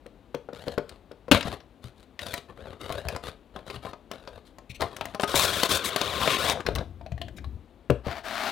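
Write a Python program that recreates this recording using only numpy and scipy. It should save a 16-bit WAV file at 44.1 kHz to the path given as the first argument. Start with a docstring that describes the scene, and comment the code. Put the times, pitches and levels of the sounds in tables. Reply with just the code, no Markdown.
"""Close microphone at a desk in a small room: a cardboard toy box stands there and is knocked, and a blade
pries at the lid until its flap pops open. Hands lift the box and fold back crinkling flaps that snap.
A thin plastic insert creeps in a run of ticks, scrapes out along the card in tugs, then rocks and taps.
The empty box is put down with a knock and the insert is slid over the desk.
Blows are struck modes with noisy cracks; rubbing is grainy noise shaped by card, plastic and desk."""
import sys
import numpy as np
from scipy import signal
from scipy.fft import rfft, irfft, next_fast_len
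from scipy.io import wavfile
from scipy.ndimage import uniform_filter1d

SR = 44100
rng = np.random.default_rng(int(sys.argv[2]) if len(sys.argv) > 2 else 0)


def wrap_up_sound(samples):
    """Save the sound to the file named by the first command line argument, as 16-bit audio."""
    columns = np.atleast_2d(samples).T
    # keep every value between -1 and 1, then stretch to whole-number steps
    tamed = np.clip(columns, -1, 1)
    steps = np.round(tamed * 32767).astype(np.int16)
    wavfile.write(sys.argv[1], SR, steps)


N = 375291
TIME = np.arange(N) / SR       # s, whole scene
AGE = TIME[:SR // 3]           # s, since a blow

# Event levels are relative: each source's own trims, the room and the channel balance come on top.
# Bumps that reach the desk top: t/s, level/dB, tilt towards higher modes/(dB per octave)
DESK_BUMPS = [(1.318, -34, 6), (1.455, -25.5, 13), (1.848, -33, 2), (2.904, -31.5, -8), (3.053, -28, -10),
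              (3.761, -33.5, 7), (4.699, -33.5, -4.5), (5.347, -27.5, 0), (6.656, -36, 3), (6.753, -27, -6),
              (7.121, -24, 0), (7.903, -17, 5), (8.069, -24, -3.5)]
# Desk rumble while things are put down: t/s, length/s, level/dB
DESK_RUMBLES = [(6.662, 0.14, -33.5), (6.853, 0.32, -48.5), (7.167, 0.39, -41.5)]
# Blows on the standing box: t/s, hollow body level/dB, hardness = tick over body/dB
BOX_KNOCKS = [(0.0603, -40.5, -7.5), (0.3442, -24, -12), (0.4879, -31.5, -38), (0.5287, -34.5, -12),
              (0.6695, -31.5, -18), (0.678, -26, -8.5), (0.778, -19.5, -14.5), (1.1127, -37, -13.5),
              (1.2821, -32, -21), (7.899, -12.5, -16), (8.0665, -25, -16)]
# Tuck flap springing free in quick jerks: t/s, level/dB
FLAP_JERKS = [(1.3142, -10), (1.3182, -10.5), (1.3247, -22)]
# Panel buckling under the fingers, a dull snap: t/s, panel level/dB, hardness = crack over panel/dB
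PANEL_SNAPS = [(1.408, -34.5, 10), (1.4273, -34.5, 4), (1.603, -49, -0.5), (2.1911, -42.5, 14),
               (2.9015, -25.5, -15), (3.5614, -31.5, -9.5), (3.7004, -34, -0.5), (3.76, -40, 2),
               (3.85, -31, -16), (3.8676, -34, -25), (3.9328, -34, -10.5), (4.2744, -36, -4.5),
               (4.8229, -23, -3.5), (5.01, -25, -3), (5.1971, -21, -6.5), (5.2343, -16.5, -6),
               (6.2755, -14.5, -4), (6.3664, -25.5, -2), (6.6033, -46, 13.5), (6.6638, -30.5, 9),
               (6.784, -36, 3.5)]
# Edge catching and flicking free, a sharp click: t/s, panel level/dB, hardness = crack over panel/dB
EDGE_FLICKS = [(0.8921, -57, 15.5), (2.2653, -35, 0.5), (2.3384, -31, 5), (2.923, -39.5, 5),
               (3.0848, -36, 9), (3.1622, -30.5, -5.5), (4.114, -32.5, -3), (4.584, -42.5, -5.5),
               (4.807, -29.5, -4), (4.8174, -24.5, -5.5), (4.9653, -45.5, 9.5), (5.0544, -32.5, -1),
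               (5.1466, -28.5, -9.5), (5.3426, -17.5, -25), (5.6326, -18.5, 1.5), (5.9608, -20.5, -1.5),
               (6.0133, -23.5, 0.5), (6.497, -23, 2.5), (6.7514, -40, 8.5), (6.7584, -31.5, 1)]
# Freed insert rocking on the desk: t/s, crack level/dB, ring level/dB
INSERT_TAPS = [(7.0117, -56, -41.5), (7.0624, -47, -36), (7.1186, -43.5, -37.5), (7.1787, -49, -41),
               (7.215, -31, -33), (7.2824, -43, -43), (7.3841, -45.5, -43.5), (7.443, -46, -41.5)]
# Quick slips that make the plastic shell sing: t/s, length/s, level/dB, treble tilt/(dB per octave)
SHELL_SLIPS = [(1.335, 0.036, -32.5, -15), (4.693, 0.024, -45.5, -1.5), (4.742, 0.023, -47.5, -0.5),
               (5.704, 0.015, -37.5, -24), (5.853, 0.04, -34.5, 4.5), (6.291, 0.079, -30.5, -3),
               (7.363, 0.018, -52.5, 3.5)]
# Blade, fingers and flaps rubbing on card: t/s, length/s, level/dB, brightness/dB
CARD_STROKES = [(0.53, 0.21, -49.5, 4), (0.862, 0.1, -54, -3), (1.31, 0.048, -25.5, 5.5),
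                (1.43, 0.11, -39, 0.5), (1.82, 0.054, -53.5, 10), (1.954, 0.076, -64.5, 11),
                (2.192, 0.19, -46, 10.5), (2.476, 0.028, -45.5, -9.5), (2.556, 0.19, -46.5, -6),
                (2.79, 0.22, -42, 1), (3.03, 0.14, -40.5, -4.5), (3.223, 0.068, -40, 4.5),
                (3.537, 0.062, -45.5, -6), (3.652, 0.11, -45.5, 4), (3.82, 0.077, -45.5, 2),
                (4.1, 0.053, -44, -3.5), (4.17, 0.22, -53.5, -1.5), (4.444, 0.036, -64.5, 13.5),
                (4.792, 0.067, -34.5, -4), (4.85, 0.31, -48, -1.5), (6.52, 0.085, -36, -16),
                (6.65, 0.038, -28.5, -11), (6.76, 0.049, -35.5, -18)]
# Insert tugged out of the box: t/s, length/s, level/dB, brightness/dB
INSERT_TUGS = [(5.27, 0.078, -38.5, 0), (5.345, 0.11, -28.5, 6), (5.455, 0.21, -33.5, 1.5),
               (5.685, 0.088, -32, 5.5), (5.78, 0.17, -39, -8), (5.838, 0.02, -35.5, 10),
               (5.96, 0.232, -36, -4.5), (6.19, 0.16, -31.5, -3), (6.375, 0.15, -32, -1.5)]
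# Insert pushed over the desk: t/s, length/s, level/dB, brightness/dB
DESK_PUSHES = [(8.035, 0.093, -41, -5.5), (8.13, 0.054, -45, -2.5), (8.23, 0.263, -38, 2.5)]

# Struck modes of the box on the desk, a loose panel, the desk top and the standing insert:
# f/Hz, level/dB, t60/s
BOX_RINGING = [(144, -12.5, 0.11), (201.2, -13.5, 0.099), (254, -11, .09), (292, -9.5, 0.08),
               (378, -11.5, 0.1), (478, 1.5, 0.067), (558.3, -1, 0.071), (680, -9.5, 0.031),
               (1040, -14.5, 0.02), (1390, -8, 0.023)]
PANEL_RINGING = [(273, -9, 0.067), (427, -3, 0.068), (581, 1, 0.084), (682, 1.5, 0.11), (840, -8.5, 0.019),
                 (1026, 0.5, 0.12), (1210, -2.5, 0.075)]
DESK_RINGING = [(64.6, -2.5, 0.48), (81.4, 1.5, 0.24), (123, 8, 0.15), (152, -6.5, 0.11),
                (182, -0.5, 0.086)]
INSERT_RINGING = [(684, 6.5, 0.042), (774, -3, 0.062), (1063, -8, 0.05), (1810, -3, 0.014)]
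# Resonances of the plastic shell and of the insert's creeping rim: f/Hz, width/Hz, level/dB
SHELL_PEAKS = [(1060, 140, -2.5), (2240, 91, -14), (3420, 780, -8), (3820, 270, -5.5)]
RIM_PEAKS = [(7100, 500, -3), (8220, 700, 7), (9940, 820, 6)]

# Spectra of rubbed card, plastic along card, insert over desk, flap burst, low thumps and room air:
# f/Hz, level per Hz/dB
CARD_SPECTRUM = [(35, -23), (60, 5), (94, 1.5), (323, -10), (566, -3), (1860, -16.5), (3760, -19),
                 (5460, -40), (11000, -41.5), (16000, -54)]
PLASTIC_SPECTRUM = [(35, -18.5), (60, 1), (323, -8), (553, -4.5), (903, -11.5), (1010, -5), (1910, -13.5),
                    (3580, -11.5), (4750, -18), (16000, -26)]
DESK_SPECTRUM = [(59, -50), (100, -12), (156, -22), (215, -5.5), (513, -12), (662, 1), (950, -5.5),
                 (1080, -6), (3470, -13.5), (16000, -24)]
FLAP_SPECTRUM = [(50, -14), (150, -10.5), (310, -1.5), (560, -1), (800, -8.5), (1500, -8), (1900, -19.5),
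                 (2500, -6), (3800, -10.5), (5800, -23), (9800, -24.5), (16000, -36.5)]
LOW_SPECTRUM = [(35, -13), (70, 1.5), (100, -1), (140, -6), (210, -10.5), (350, -12.5), (900, -58)]
AIR_SPECTRUM = [(25, -30.5), (42, 8), (139, -6.5), (258, 0), (435, -7), (544, -7), (1840, -23), (3880, -26),
                (5230, -37.5), (14800, -43.5), (16000, -48)]
# Bands of panel, rasp and edge sparkle: lower f/Hz, upper f/Hz
ZONES = [(50, 1400), (1400, 4600), (4600, 17000)]

ROOM_T60_S, ROOM_DB = 0.27, -10   # decay; tail against direct sound
LEFT_OVER_RIGHT_DB = 9.0
CRINKLES_PER_S, CRINKLE_DB, CRINKLE_SPREAD_DB = 36, -3.5, 2.5   # mean rate, level against rubbing, sizes
RIM_DAMPING_DB = 13               # once the insert slides, the card damps its rim


def from_db(db):
    """Decibels to gain."""
    return 10 ** (np.asarray(db) / 20)


def rms_one(x):
    """Scale to rms 1."""
    return x / np.sqrt(np.mean(x ** 2) + 1e-20)


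def crest_one(x, size=176):
    """Scale so that the loudest few milliseconds have rms 1."""
    power = uniform_filter1d(x ** 2, size, mode="constant")
    return x / np.sqrt(power.max() + 1e-20)


def band(x, edges_hz, order=3):
    """Causal band-pass."""
    sos = signal.butter(order, edges_hz, "band", fs=SR, output="sos")
    return signal.sosfilt(sos, x + 1e-18)


def colour(x, spectrum, peaks=()):
    """Shape noise by a spectrum, with resonances standing out of it."""
    size = next_fast_len(len(x))
    hz = np.arange(size // 2 + 1) * SR / size + 1e-3
    points, db = np.transpose(spectrum)
    lift = 1 + sum(from_db(d) / (1 + (2 * (hz - f) / width) ** 2) for f, width, d in peaks)
    shape = from_db(np.interp(np.log(hz), np.log(points), db))
    return irfft(rfft(x, size) * lift * shape, size)[:len(x)]


def drift(per_s):
    """Random wander with rms 1: straight lines between chance values."""
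    knots = rng.standard_normal(4000)
    return rms_one(np.interp(TIME * per_s, np.arange(len(knots)), knots))


def add(track, s, sound):
    """Mix a sound in at a time."""
    start = int(round(s * SR))
    track[start:start + len(sound)] += sound[:N - start]


def dying(t60):
    """Exponential decay by 60 dB in t60 seconds."""
    return from_db(-60 * AGE / t60)


def swell(length, rise_s, fall_s, grow_db=0):
    """One stroke takes hold, lasts while the hand gathers speed, and lets go."""
    age = TIME[:SR]
    speed = from_db(grow_db * (np.minimum(age / length, 1) - 0.5))
    hold = np.clip(age / rise_s, 0, 1)
    release = np.exp(-np.maximum(age - length, 0) / fall_s)
    return speed * hold * release


def shifting(x, gap_s, share, wander, per_s=11):
    """Sound bounces between walls whose gap keeps changing, so its resonances wander."""
    out = x
    round_trip = gap_s * np.exp(wander * drift(per_s))
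    for trips in (1, 2, 3):
        source = np.round((TIME - trips * round_trip) * SR).astype(int)
        out = out + (-share) ** trips * x[np.clip(source, 0, N - 1)]
    return out / np.sqrt(1 + share ** 2 + share ** 4)


def ring(modes, scatter_db, detune):
    """Struck modes; strength and pitch depend on where the thing is hit and held."""
    out = 0
    for hz, db, t60 in modes:
        strength, shift, sign = rng.standard_normal(3)
        gain = np.sign(sign) * from_db(db + scatter_db * strength)
        tone = np.sin(2 * np.pi * hz * (1 + detune * shift) * AGE)
        out = out + gain * dying(t60) * tone
    return out


def thud(modes, t60, share_db, detune):
    """A blow to a panel: a few clear modes among many damped ones."""
    clear = crest_one(ring(modes, scatter_db=-1.0, detune=detune))
    strike = rng.standard_normal(len(AGE)) * dying(t60) + 6 * (AGE == 0)
    damped = band(strike, [130, 1100], order=2)
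    return crest_one(clear + from_db(share_db) * crest_one(damped))


def crack(t60, spike, fold_db=6, rise_s=0.0012):
    """A sharp release with the crowded high modes of a thin sheet; each fold has its own resonances."""
    folds = [(hz, hz / 7, fold_db) for hz in 1600 * 2 ** rng.uniform(0, 2.99, size=3)]
    spectrum = [(1400, 15), (10000, 4), (16000, -5.0)]
    sheet = rms_one(colour(rng.standard_normal(len(AGE)), spectrum, folds)) * dying(t60)
    release = spike * (np.arange(len(AGE)) == int(rise_s * SR))
    return sheet * np.clip(AGE / rise_s, 0, 1) + release


def split_crack(tick, edge_db, order=3):
    """A crack's rasp band at unit level with its share of top-end sparkle."""
    rasp = crest_one(band(tick, ZONES[1], order=order))
    return rasp + from_db(edge_db) * crest_one(band(tick, ZONES[2]))


def room_air():
    """Steady, mostly low background noise of the room."""
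    return from_db(-56) * rms_one(colour(rng.standard_normal(N), AIR_SPECTRUM))


def room(x, first_echo_s=0.0068, wall_hz=6500):
    """A dense, slightly dull tail from the nearby walls."""
    noise = band(rng.standard_normal(len(AGE)), [120, min(wall_hz, 18000)], order=1)
    tail = noise * dying(ROOM_T60_S) * (AGE > first_echo_s)
    tail = tail / np.sqrt(np.sum(tail ** 2) * SR / (2 * wall_hz))
    return x + from_db(ROOM_DB) * signal.fftconvolve(x, tail)[:N]


def desk(bump_db=-3, rumble_db=0):
    """The desk top booms in its modes under bumps and rumbles around its two lowest ones."""
    shaking = np.zeros(N)
    for s, length, db in DESK_RUMBLES:
        add(shaking, s, from_db(db + rumble_db) * swell(length, rise_s=0.044, fall_s=0.047))
    low_peaks = [(67.4, 2.3, 13), (84.3, 4.4, 5.3)]   # f/Hz, width/Hz, level/dB
    out = shaking * rms_one(colour(rng.standard_normal(N), LOW_SPECTRUM, low_peaks))
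    for s, db, tilt_db in DESK_BUMPS:
        modes = [(hz, level + tilt_db * np.log2(hz), t60) for hz, level, t60 in DESK_RINGING]
        boom = crest_one(ring(modes, scatter_db=2.5, detune=0.012))
        add(out, s, from_db(db + bump_db) * boom)
    return out


def grip(panel_level, level_db=-11, uneven_db=1.5):
    """Fingers shifting their grip thump dully and unevenly wherever the card is rubbed."""
    noise = colour(rng.standard_normal(N), LOW_SPECTRUM)
    thumps = rms_one(band(noise, [55, 300], order=2))
    return from_db(level_db + uneven_db * drift(25)) * panel_level * thumps


def box_modes(blow_db, light_db=-23, flex=0.48):
    """A heavy blow flexes the whole box and brings out the modes under its hollow note."""
    heavy_db = flex * max(blow_db - light_db, 0)
    return [(hz, db + heavy_db * (hz < 450), t60) for hz, db, t60 in BOX_RINGING]


def knocks(body_db=-1, crack_db=-3, tick_lag_s=0.0033):
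    """The box answers each blow with a hollow note and, just after, a small tick."""
    out = np.zeros(N)
    for s, db, hard_db in BOX_KNOCKS:
        body = thud(box_modes(db), t60=0.064, share_db=-9.5, detune=0.025)
        tick = split_crack(crack(t60=0.017, spike=4.1), edge_db=-9, order=5)
        add(out, s, from_db(db + body_db) * body)
        add(out, s + tick_lag_s, from_db(db + hard_db + crack_db) * tick)
    return out


def flap_pop(box_db=-4):
    """Each jerk of the flap is a broad burst that also rings the box."""
    out = np.zeros(N)
    for s, db in FLAP_JERKS:
        burst = crest_one(colour(rng.standard_normal(len(AGE)), FLAP_SPECTRUM) * dying(0.038))
        note = crest_one(ring(box_modes(db), scatter_db=1.5, detune=0.01))
        add(out, s, from_db(db) * (burst + from_db(box_db) * note))
    return out


def snaps(rows, panel_db, crack_db, edge_db, crack_t60):
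    """A sheet buckles or flicks free with a crack and its panel rings briefly."""
    out = np.zeros(N)
    for s, db, hard_db in rows:
        panel = thud(PANEL_RINGING, t60=0.031, share_db=2.0, detune=0.0867)
        click = split_crack(crack(t60=crack_t60, spike=3), edge_db)
        add(out, s, from_db(db + panel_db) * panel)
        add(out, s, from_db(db + hard_db + crack_db) * click)
    return out


def taps(ring_db=-1, crack_db=-2, edge_db=-15):
    """The rocking insert touches the desk lightly: its modes ring under a dull crack."""
    out = np.zeros(N)
    for s, crack_level, ring_level in INSERT_TAPS:
        note = crest_one(ring(INSERT_RINGING, scatter_db=9, detune=0.059))
        click = split_crack(crack(t60=0.037, spike=3), edge_db)
        add(out, s, from_db(ring_level + ring_db) * note)
        add(out, s, from_db(crack_level + crack_db) * click)
    return out


def slips(peak_lift_db=10):
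    """Smooth plastic lets go for a moment and sings between the grip and its edge."""
    out = np.zeros(N)
    peaks = [(hz, width, db + peak_lift_db) for hz, width, db in SHELL_PEAKS]
    for s, length, db, tilt_db in SHELL_SLIPS:
        spectrum = [(900, -28.5), (2100, 12.5), (4100, 2.5),
                    (5500, tilt_db + 2.5), (9000, 2 * tilt_db - 0.5), (16000, 2 * tilt_db - 10.5)]
        hiss = rms_one(colour(rng.standard_normal(SR), spectrum, peaks))
        add(out, s, from_db(db) * hiss * swell(length, rise_s=0.0065, fall_s=0.0038))
    return shifting(out, gap_s=0.00062, share=0.52, wander=0.11)


def creep(start_s=5.21, length_s=0.049, jerks_per_s=90, level_db=-36, unevenness=0.14, t60=0.022):
    """The wedged insert sticks and slips in a quick run of ticks that ring its rim."""
    out = np.zeros(N)
    spectrum = [(1500, 5.5), (4000, 6.5), (16000, -10)]
    for k in range(int(length_s * jerks_per_s)):
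        tick = colour(rng.standard_normal(len(AGE)), spectrum, RIM_PEAKS) * dying(t60)
        s = start_s + (k + unevenness * rng.standard_normal()) / jerks_per_s
        add(out, s, from_db(level_db) * crest_one(tick))
    return out


def crinkles(softer_db=0, t60=0.014, spike=6):
    """Small creases give way at uneven intervals while a sheet is handled."""
    out = np.zeros(N)
    for k in range(int(CRINKLES_PER_S * N / SR)):
        burst = rng.standard_normal(len(AGE)) * dying(t60) + spike * (AGE == 0)
        size_db = CRINKLE_SPREAD_DB * min(rng.exponential(), 2)
        add(out, (k + rng.random()) / CRINKLES_PER_S, from_db(size_db) * burst)
    return from_db(CRINKLE_DB - softer_db) * rms_one(out)


def friction(per_s, size_db, smooth, judder_db):
    """Fibres catch and let go: tiny clicks of uneven size on a hiss, under a juddering pressure."""
    sizes = from_db(size_db * np.minimum(rng.exponential(1, N), 4)) * rng.choice([-1, 1], N)
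    clicks = rms_one(sizes * (rng.random(N) < per_s / SR))
    hiss = smooth * rng.standard_normal(N)
    return (clicks + hiss) * from_db(judder_db * drift(170))


def stroke_levels(rows, rise_s, fall_s, grow_db, rasp_share):
    """Panel, rasp and edge gains: brightness lifts the edge fully, the rasp in part; powers add up."""
    power = np.zeros((3, N))
    for s, length, db, bright_db in rows:
        stroke = swell(length, rise_s, fall_s, grow_db)
        for track, share in zip(power, (0, rasp_share, 1)):
            add(track, s, (from_db(db + share * bright_db) * stroke) ** 2)
    return np.sqrt(power)


def rub(grain, levels, spectrum, trim_db, peaks=()):
    """Friction shakes the panel, rasps in the sheet and hisses at the edge."""
    sound = colour(grain, spectrum, peaks)
    out = 0
    for level, db, zone in zip(levels, trim_db, ZONES):
        out = out + level * from_db(db) * rms_one(band(sound, zone, order=4))
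    return out


def desk_glide():
    """The insert slides over the desk: dense fine friction, louder as each push gathers speed."""
    levels = stroke_levels(DESK_PUSHES, rise_s=0.025, fall_s=0.017, grow_db=9, rasp_share=0.56)
    drag = friction(per_s=5200, size_db=8.5, smooth=2.5, judder_db=0.0)
    drag = shifting(drag, gap_s=0.00087, share=0.14, wander=0.29)
    grain = rms_one(drag) + crinkles(softer_db=3)
    return rub(grain, levels, DESK_SPECTRUM, trim_db=[0.3, -1.5, -14])


def insert_scrape():
    """The tugged insert scrapes along card; friction excites its shell and damped rim."""
    levels = stroke_levels(INSERT_TUGS, rise_s=0.014, fall_s=0.0079, grow_db=0, rasp_share=0.08)
    scrape = friction(per_s=2200, size_db=0.0, smooth=1.0, judder_db=1.5)
    scrape = shifting(scrape, gap_s=0.000907, share=0.5, wander=0.3, per_s=22)
    grain = rms_one(scrape) + crinkles(softer_db=5.5)
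    damped_rim = [(hz, width, db - RIM_DAMPING_DB) for hz, width, db in RIM_PEAKS]
    return rub(grain, levels, PLASTIC_SPECTRUM, trim_db=[0.3, 0.3, -5], peaks=SHELL_PEAKS + damped_rim)


def card_rubbing(levels):
    """Blade, fingers and flaps rub on card: coarse juddering friction with crinkling creases."""
    creases = friction(per_s=1200, size_db=4.5, smooth=0.8, judder_db=3.0)
    creases = shifting(creases, gap_s=0.0011, share=0.7, wander=0.3)
    grain = rms_one(creases) + crinkles()
    return rub(grain, levels, CARD_SPECTRUM, trim_db=[0.4, -10, -13.5])


def scene():
    """All sources reach one close microphone, stronger in the left channel."""
    strokes = stroke_levels(CARD_STROKES, rise_s=0.019, fall_s=0.015, grow_db=1.5, rasp_share=0.58)
    without_room = room_air() + desk() + grip(strokes[0])
    buckling = snaps(PANEL_SNAPS, panel_db=-2.5, crack_db=-3, edge_db=-15.5, crack_t60=0.035)
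    flicking = snaps(EDGE_FLICKS, panel_db=-1.5, crack_db=-2, edge_db=-5, crack_t60=0.029)
    blows = knocks() + flap_pop() + buckling + flicking + taps()
    squeaks = slips() + creep()
    rubbing = desk_glide() + insert_scrape() + card_rubbing(strokes)
    mono = room(blows + squeaks + rubbing) + without_room
    sides = from_db([[LEFT_OVER_RIGHT_DB], [0]])
    return mono * sides / sides.mean()


def record(dry):
    """Peaks beyond full scale are clipped, then a steep low-pass cuts the top."""
    low_pass = signal.ellip(12, 0.1, 100, 15900, fs=SR, output="sos")   # cutoff f/Hz = 15900
    return signal.sosfilt(low_pass, np.clip(dry, -1, 1))


dry = scene()
out = record(dry)
wrap_up_sound(out)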